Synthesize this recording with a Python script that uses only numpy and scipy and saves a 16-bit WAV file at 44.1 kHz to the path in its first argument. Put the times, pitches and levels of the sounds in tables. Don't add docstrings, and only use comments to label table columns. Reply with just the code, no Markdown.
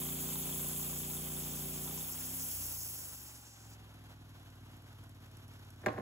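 import sys
import numpy as np
from scipy import signal
from scipy.fft import rfft, irfft, next_fast_len
from scipy.io import wavfile

SR = 44100
rng = np.random.default_rng(int(sys.argv[2]) if len(sys.argv) > 2 else 0)


def generate_wav(sig):
    pcm = np.round(np.clip(np.atleast_2d(sig).T, -1, 1) * 32767).astype(np.int16)
    wavfile.write(sys.argv[1], SR, pcm)


N = 265041

# pitch_hz, lag_radians
MILL_LAG = [(0, 0), (250, .2), (700, 1.0), (1700, 1.7), (2300, 2.6), (3100, 2.4), (4000, 3.2), (4800, 4.2),
            (5900, 5.6), (6500, 6.3), (7200, 6.5), (16000, 18.9)]
# pitch_hz, lag_radians
BLADE_LAG = [(0, 0), (700, .8), (1700, 1.1), (2300, 0), (3300, .6), (4700, 3.1), (5400, 3.5), (6300, 6.1),
             (7200, 6.5), (16000, 18.9)]
LEAVES_LOG_S, UNLOAD_S = 2.02, .04
THROTTLE_SHUT_S = 2.5
RASP_FADE_DB_PER_S = 2


def from_db(db):
    return 10 ** (np.asarray(db) / 20)


def rms_one(x):
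    return x / np.sqrt(np.mean(x ** 2) + 1e-20)


def since(s):
    return np.maximum(np.arange(N) / SR - s, 0)


def in_time(rows):
    s, *columns = np.transpose(rows)
    return [np.interp(np.arange(N) / SR, s, column) for column in columns]


def colour(x, points):
    size = next_fast_len(N + SR, real=True) // 2 * 2
    hz = np.maximum(np.arange(size // 2 + 1) * SR / size, 1)
    points_hz, points_db = np.array(points).T
    log_gain = np.log(from_db(np.interp(np.log(hz), np.log(points_hz), points_db)))
    cepstrum = irfft(log_gain, size)
    cepstrum[1:size // 2] *= 2
    cepstrum[size // 2 + 1:] = 0
    return irfft(rfft(x, size) * np.exp(rfft(cepstrum)), size)[..., :N]


def drift(rate):
    r = np.exp(-80 * np.pi * rate / SR)
    noise = rng.standard_normal(N // 40 + 2002)
    slow = signal.lfilter([1], [1, -2 * r, r * r], noise)[2000:]
    return np.interp(np.arange(N) / 40, np.arange(len(slow)), rms_one(slow))


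def ports(x, lag, alike):
    # pitch_hz, level_db
    diffuse = [(100, -20), (300, -17), (600, -3), (1200, -2), (2200, -5), (4500, -1), (6500, -5),
               (9000, -9), (15000, -7)]
    size = next_fast_len(N + SR // 10)
    radians = np.interp(np.arange(size // 2 + 1) * SR / size, *np.transpose(lag))
    late = irfft(rfft(x, size) * np.exp(-1j * radians), size)[:N]
    spread = colour(alike, diffuse)
    spread_late = np.concatenate([spread[:300], spread[:-300]])
    return np.array([late + spread, x + spread_late])


def speed():
    # time_s, working_cycles_hz
    held = [(0, 29.3), (.35, 29.6), (1.42, 29.7), (1.87, 29.3), (2.05, 31.6), (2.2, 32), (2.5, 32.5)]
    idle_hz, sag_hz_per_s, run_down_s = 17.75, .085, .857
    governed, after = in_time(held)[0], since(THROTTLE_SHUT_S)
    run_down = (governed - idle_hz) * (1 - np.exp(-after / run_down_s))
    return governed - run_down - sag_hz_per_s * after


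def engine():
    cycle_hz = speed()
    turns = np.cumsum(cycle_hz) / SR
    second_firing = 3 / 8
    exhaust = exhaust_notes(cycle_hz, turns, second_firing)
    beat = (1 + 0.27 * np.exp(-6.0 * (turns % 1))
            + 0.16 * np.exp(-6.0 * ((turns - second_firing) % 1)))
    # pitch_hz, level_db (per Hz)
    clatter_colour = [(40, -47), (120, -12), (300, 1.5), (450, -1.5), (560, -2.5), (700, -1.5),
                      (1050, -3.5), (1270, -5.5), (1510, -5), (1800, -8.5), (2500, -9), (3400, -8.5),
                      (4800, -15.5), (7000, -15.5), (8500, -21), (11700, -13.5), (13500, -22),
                      (15500, -22.5)]
    # working_cycles_hz, clatter_level_db
    clatter_by_speed = [(22, -63.5), (30, -57)]
    clatter = beat * rms_one(colour(rng.standard_normal((2, N)), clatter_colour))
    clatter_db = np.interp(cycle_hz, *np.transpose(clatter_by_speed)) + 1.6 * drift(21.0)
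    clatter = from_db(clatter_db) * clatter
    sources = exhaust + clatter[0] + fan(turns) + valve_ticks(cycle_hz, turns)
    return ports(sources, MILL_LAG, clatter[1])


def exhaust_notes(cycle_hz, turns, second_firing):
    # time_s, level_db, unevenness (of the firings)
    course = [(0, -44.5, 0.19), (.9, -46, 0.19), (1.95, -46, 1.2), (2.08, -52.5, .4), (2.44, -50.5, .4),
              (2.5, -55, 0.83), (2.58, -50, .6), (2.8, -53.5, .7), (3.05, -56.5, 1.5), (3.3, -58, 1),
              (3.55, -61, .9), (3.68, -54.5, .7), (4.3, -54.5, 1), (4.9, -53.5, 1.6), (5.75, -53.5, 1.1)]
    # multiple (of the cycle), level_db
    cut_begins = [(1, -31), (2, -5.5), (3, -14), (4, -15), (5, 1), (6, -1), (7, -12.5), (8, -4.5),
                  (9, -1.5), (10, -15), (11, -28), (12, -32), (13, -3.5), (14, -19), (15, -41), (16, -13.5),
                  (17, -31), (18, -16), (19, -22), (20, -29), (21, -18), (22, -23), (23, -21), (24, -17),
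                  (25, -22), (26, -31), (27, -14), (28, -31)]
    # multiple (of the cycle), level_db
    cut_later = [(1, -47), (2, -4.5), (3, -9.5), (4, -19), (5, 1), (6, -4), (7, -10), (8, -6), (9, -7.5),
                 (10, -13.5), (11, -14.5), (12, -19), (13, -5), (14, -17.5), (15, -29), (16, -14.5),
                 (17, -22), (18, -16), (19, -54), (20, -22.5), (21, -18), (22, -18.5), (23, -22), (24, -21),
                 (25, -60), (26, -18), (27, -19), (28, -30)]
    # multiple (of the cycle), level_db
    running_free = [(1, -31), (2, -1), (3, 1.5), (4, -9), (5, 2.5), (6, -20), (7, -15), (8, 1.5), (9, -26),
                    (10, -24), (11, -13), (12, -26), (13, -16), (14, -30), (15, -21), (16, -23), (17, -31),
                    (18, -38), (19, -25), (20, -31), (21, -21), (22, -28), (23, -11), (24, -22), (25, -22),
                    (26, -34), (27, -27), (28, -21)]
    # pitch_hz, level_db
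    silencer_points = [(18, -36), (36, -22), (45, -18), (62, -4.5), (80, -6), (95, -0.7), (110, 1.6),
                       (125, -8), (140, -10), (160, -7.5), (195, -21), (245, -10), (290, -14.5), (340, -24),
                       (420, -26.5), (650, -48)]
    # time_s, second_firing_share (of the first, 0-1), tilt_db_per_octave
    firing = [(2.52, 0.2, -5), (2.7, 0.3, -3), (2.9, 0.1, -2), (3.05, 0.2, -2), (3.2, 0.65, -2),
              (3.5, .65, -1), (3.7, 0.5, 0), (4.6, 0.5, -1), (5.0, .7, -1), (5.8, .7, -1)]
    shutting_s = .025
    rolls_on_s = .89
    exhaust_db, uneven = in_time(course)
    shut = np.minimum(since(THROTTLE_SHUT_S) / shutting_s, 1)
    free = np.minimum(since(LEAVES_LOG_S) / UNLOAD_S, 1)
    steps = np.arange(0, N, 64)
    second, tilt, free, shut = (c[steps] for c in in_time(firing) + [free, shut])
    rolled = np.minimum(steps / SR / rolls_on_s, 1)
    silencer_hz, silencer_db = np.array(silencer_points).T
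    exhaust, power = 0, 0
    for (order, begin_db), (_, later_db), (_, free_db) in zip(cut_begins, cut_later, running_free):
        cutting_db = begin_db + rolled * (later_db - begin_db)
        open_db = cutting_db + free * (free_db - cutting_db)
        meeting = np.cos(2 * np.pi * order * second_firing)
        both_db = 10 * np.log10(1 + second ** 2 + 2 * second * meeting + 1e-3)
        octaves = np.log2(order * cycle_hz[steps] / 150)
        silenced_db = np.interp(octaves, np.log2(silencer_hz / 150), silencer_db)
        shut_db = silenced_db + both_db + tilt * octaves
        gain = np.interp(np.arange(N), steps, from_db((1 - shut) * open_db + shut * shut_db))
        half_way = np.pi * order * second_firing
        twin = -half_way + np.pi * (np.cos(half_way) < 0)
        ringing = 11.07 * np.log(order)
        waver = (0.3 + 0.07 * order) * uneven * drift(7)
        note = np.cos(2 * np.pi * order * turns + twin - ringing + waver / 8)
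        exhaust = exhaust + gain * from_db(waver) * note
        power = power + gain ** 2 / 2
    return exhaust / np.sqrt(power) * from_db(exhaust_db + 0.7 * uneven * drift(23.0))


def fan(turns):
    blades_per_cycle = 36
    level_db, heard_s, broken_db, fade_db_per_s = -71.5, 3.25, 1, .7
    before = np.maximum(heard_s - since(0), 0)
    whine_db = level_db - fade_db_per_s * since(heard_s) + broken_db * drift(4) - 40 * before
    return from_db(whine_db) * np.sin(2 * np.pi * blades_per_cycle * turns + .45 * drift(10))


def valve_ticks(cycle_hz, turns):
    # place (share of the cycle), level_db
    valves = [(1, -1), (.3, -16), (0.62, -14)]
    # pitch_hz, level_db (per Hz)
    tick_colour = [(600, -10), (1050, 6), (1250, -13), (1500, 16), (1900, -16), (3500, -16), (5000, -3),
                   (5700, 12), (6300, -13), (7000, 3), (8200, 3), (10000, 8), (11800, 5), (13500, -8)]
    # working_cycles_hz, tick_level_db
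    tick_by_speed = [(17.5, -73), (20, -81)]
    spread_db = 2.5
    closing = sum(from_db(db) * np.exp(-14.0 * ((turns - share) % 1)) for share, db in valves)
    closing = closing * from_db(spread_db * rng.standard_normal(200))[turns.astype(int)]
    tick = colour(rng.standard_normal(N) * closing, tick_colour)
    tick_db = np.interp(cycle_hz, *np.transpose(tick_by_speed)) + 2.0 * drift(12)
    return from_db(tick_db) * rms_one(tick)


def blade():
    # time_s, level_db
    course = [(0, -39.5), (.75, -38), (1.05, -40.5), (2.2, -41), (2.55, -38.5), (2.9, -41.5), (3.12, -46),
              (3.55, -60), (3.74, -61)]
    # pitch_hz, level_db
    hiss_colour = [(2500, -22), (4100, -15), (4900, -13), (5600, -12), (6400, -5.5), (7500, -3), (8500, -4),
                   (9600, -3), (11500, -1), (13000, -3), (14200, -4), (15300, -2), (17000, -4)]
    # pitch_hz, level_db
    teeth_colour = [(500, 13), (1000, 2.5), (1600, -8.5), (2200, 4.5), (2800, 7.5), (3350, 12), (3800, 1),
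                    (4400, -56), (6000, 5)]
    # pitch_hz, level_db
    far_side = [(1500, 10), (2200, 8.5), (2800, 10.5), (3300, -1.5), (3800, -3), (4500, -1), (5200, 9.5),
                (6500, 3), (8000, -2.5), (15000, 1)]
    stops_s, stop_db_per_s = 3.74, 600
    bright_db_per_oct, dulls = 2.5, .5
    rasp_db, rasp_ends_s, rasp_end_db_per_s = -51, 2.48, 24
    gone_s, speeds_up = 2.8, 2.2
    hiss_db = in_time(course)[0]
    tilt = bright_db_per_oct + dulls * np.minimum(hiss_db + 41, 0)
    hiss_db = hiss_db - stop_db_per_s * since(stops_s)
    teeth_db = rasp_db - RASP_FADE_DB_PER_S * since(0) - rasp_end_db_per_s * since(rasp_ends_s)
    grains = rng.standard_normal((5, N)) * from_db(2.0 * rng.standard_normal((5, N)))
    hiss, edges_hz = 0, [2000, 4700, 8000, 11000, 14000, 18000]
    coloured = rms_one(colour(grains[:3], hiss_colour))
    for low, high in zip(edges_hz, edges_hz[1:]):
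        band_pass = signal.butter(3, [low, high], "band", fs=SR, output="sos")
        band = signal.sosfilt(band_pass, coloured)
        octaves = np.log2(max(np.sqrt(low * high), 5000) / 10000)
        hiss = hiss + band * from_db(tilt * octaves + 1.34 * drift(19.0))
    hiss = hiss * from_db(hiss_db + 0.12 * drift(40))
    passed = colour(hiss[2], far_side)
    rasp = rms_one(colour(grains[3:], teeth_colour)) * from_db(teeth_db + 1.0 * drift(37))
    rasp = rasp * (1 + .35 * np.cos(2 * np.pi * np.cumsum(speed()) / SR))
    away = np.minimum(since(0) / gone_s, 1) ** speeds_up
    near = ports(hiss[0] * np.sqrt(1 - away) + rasp[0], BLADE_LAG, hiss[1] + rasp[1])
    return near + ports(passed * np.sqrt(away), MILL_LAG, 0 * away)


def guards():
    # pitch_hz, level_db, width_hz, hard_share (share taken of a hard rap)
    resonances = [(1026, 0, 220, 0.95), (2530, -5, 250, 0.18), (3290, -3.5, 110, 0.34),
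                  (3610, 0.5, 180, 0.58)]
    # time_s, extra_db (above the rest)
    hard_raps = [(.288, 7), (.356, 8), (.458, 4), (.49, 6), (.525, 7), (1.875, 9), (1.98, 6)]
    rap_share, scatter_s = .45, .002
    rap_db, spread_db, rattle_s = -53, 3, .0052
    cycle = np.floor(np.cumsum(speed()) / SR - rap_share)
    starts = np.flatnonzero(np.diff(cycle) > 0)
    starts = starts[starts < (LEAVES_LOG_S + UNLOAD_S) * SR]
    chance = rng.standard_normal((len(starts), len(resonances) + 2))
    hard_db = np.zeros(len(starts))
    for s, db in hard_raps:
        hard_db[np.argmin(abs(starts / SR - s))] = db
    lateness = scatter_s * SR * abs(chance[:, 1]) * (hard_db == 0)
    starts = starts + lateness.astype(int)
    out = np.zeros((2, N))
    for (hz, db, width_hz, share), own in zip(resonances, chance.T[2:]):
        uneven_db = spread_db * (.8 * own + .6 * chance[:, 0]) * (1 - share / 2)
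        fade_db = RASP_FADE_DB_PER_S * starts / SR
        jolts = np.full(N, 1e-18)
        jolts[starts] = from_db(rap_db + db + share * hard_db + uneven_db - fade_db)
        dying = signal.lfilter([1], [1, -np.exp(-1 / (rattle_s * SR))], jolts)
        rattle = dying * rng.standard_normal((2, N))
        r, w = np.exp(-np.pi * width_hz / SR), 2 * np.pi * hz / SR
        feed = np.sqrt((1 - r * r) / 2) * np.array([1, 0, -1])
        out += signal.lfilter(feed, [1, -2 * r * np.cos(w), r * r], rattle)
    return ports(out[0], BLADE_LAG, out[1])


def board():
    # pitch_hz, lag_radians
    board_lag = [(0, 0), (700, 0), (1200, -1.5), (2200, 0), (3800, .4), (5000, 2.1), (6900, 6.3),
                 (16000, 18.8)]
    knocks = board_knocks()
    scrape = board_scrape()
    return ports(knocks[0] + scrape[0], board_lag, knocks[1] + scrape[1]) + shed(knocks[0])


def board_knocks():
    # time_s, strength_db (relative), hardness_hz (modes above it are struck weakly)
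    knocks = [(4.748, -56, 150), (5.833, -38, 1200), (5.838, -39, 2200), (5.844, -35, 700),
              (5.853, -43, 900), (5.861, -14.5, 3740), (5.866, -17, 2300), (5.871, -42, 900),
              (5.879, -23, 1100), (5.895, -30.5, 1100), (5.907, -37, 1000), (5.921, -41, 1200),
              (5.929, -47, 2400), (5.938, -30, 1180), (5.950, -54, 1200), (5.961, -37, 1500),
              (5.965, -35, 1000), (5.972, -38, 3000), (5.978, -22.5, 900), (5.983, -24.5, 700),
              (5.997, -35, 2200), (6.001, -30.5, 800)]
    # pitch_hz, level_db (relative), t60_s (time to fall by 60 dB)
    modes = [(114.7, -1.5, 0.17), (203, -0.5, 0.052), (293.7, -3.5, 0.2), (367, 7.5, 0.029),
             (483, 2.5, 0.073), (626, 11, 0.016), (800, -6, 0.073), (1070, -12, 0.24), (1130, -10, 0.098),
             (1365, -8.5, 0.037), (1626, 4.5, 0.02), (1836, 5.5, 0.019), (2110, 1, 0.015),
             (2480, -8, 0.021), (2860, -16, 0.023), (3540, -15, 0.015), (4400, -17, 0.013)]
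    spread_db = 2.0
    out = np.zeros((2, N))
    strength = rng.normal(0, spread_db, (len(knocks), 2, len(modes)))
    for (s, knock_db, hard_hz), own_db in zip(knocks, strength):
        start = round(s * SR)
        t = np.arange(min(N - start, SR // 3)) / SR
        end = start + len(t)
        noise = signal.lfilter([1], [1, -.55], rng.standard_normal((2, SR // 3)))[:, :len(t)]
        crack = noise * from_db(-60 * t / .03)
        out[:, start:end] += crack * from_db(knock_db - 24) * (hard_hz / 4000) ** 3
        for (hz, level_db, t60), db in zip(modes, own_db.T):
            gain = from_db(knock_db + level_db - 16.0 + db) / np.sqrt(1 + (hz / hard_hz) ** 4)
            late = np.maximum(t - 0.1595 / np.sqrt(hz) + 0.00351, 0)
            rise = 1 - np.exp(-late * hz * 2.1)
            ring = rise * np.sin(2 * np.pi * hz * late) * from_db(-60 * late / t60)
            out[:, start:end] += gain[:, None] * ring
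    return out


def board_scrape():
    # time_s, level_db
    landings = [(5.88, -45), (5.985, -48)]
    # pitch_hz, level_db
    slide_colour = [(30, -42), (80, -15), (140, 2), (350, 13.5), (650, 12), (1100, 7), (1900, -2),
                    (3000, -14), (8000, -26), (15000, -52)]
    starts_s, swell_db_per_s, fade_db_per_s, grit_db = 4.7, 397, 161, -2
    now, level = since(0), 0
    for s, db in landings:
        db_per_s = np.where(now < s, swell_db_per_s, fade_db_per_s)
        level = level + from_db(db - db_per_s * abs(now - s))
    level = level * np.minimum(since(starts_s) / .01, 1)
    hits = rng.random((2, N)) < 4000 / SR
    sizes = from_db(grit_db * np.minimum(rng.exponential(1, (2, N)), 4))
    grit = rng.choice([-1, 1], (2, N)) * hits * sizes
    return rms_one(colour(grit, slide_colour)) * level * from_db(6.5 * drift(53))


def shed(x):
    # pitch_hz, level_db
    echo_colour = [(100, -12), (300, -3), (1000, 4), (1700, 0), (2500, 3), (3200, 10), (5000, 4),
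                   (9000, -6)]
    t60_s, echo_db = .35, -12
    t = np.arange(SR // 2) / SR
    fade_in = np.clip(t / 0.0034 - 1, 0, 1)
    echoes = rng.standard_normal((2, len(t))) * from_db(-60 * t / t60_s) * fade_in
    echoes = echoes / np.sqrt(np.sum(echoes ** 2, axis=1, keepdims=True))
    echoed = signal.fftconvolve(x[None], echoes, axes=1)[:, :N]
    return from_db(echo_db) * colour(echoed, echo_colour)


def scene():
    return engine() + blade() + guards() + board()


def record(dry):
    # pitch_hz, level_db
    left_port = [(360, 0), (470, -7.5), (650, -7), (950, -2.5), (1500, 0), (2200, 0), (4000, 0)]
    bass_cut_hz, top_gone_hz = 42, 16000
    shaded = np.array([colour(dry[0], left_port), dry[1]])
    shaded = signal.sosfilt(signal.butter(2, bass_cut_hz, "high", fs=SR, output="sos"), shaded)
    return signal.sosfilt(signal.cheby2(22, 60, top_gone_hz, fs=SR, output="sos"), shaded)


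dry = scene()
out = record(dry)
generate_wav(out)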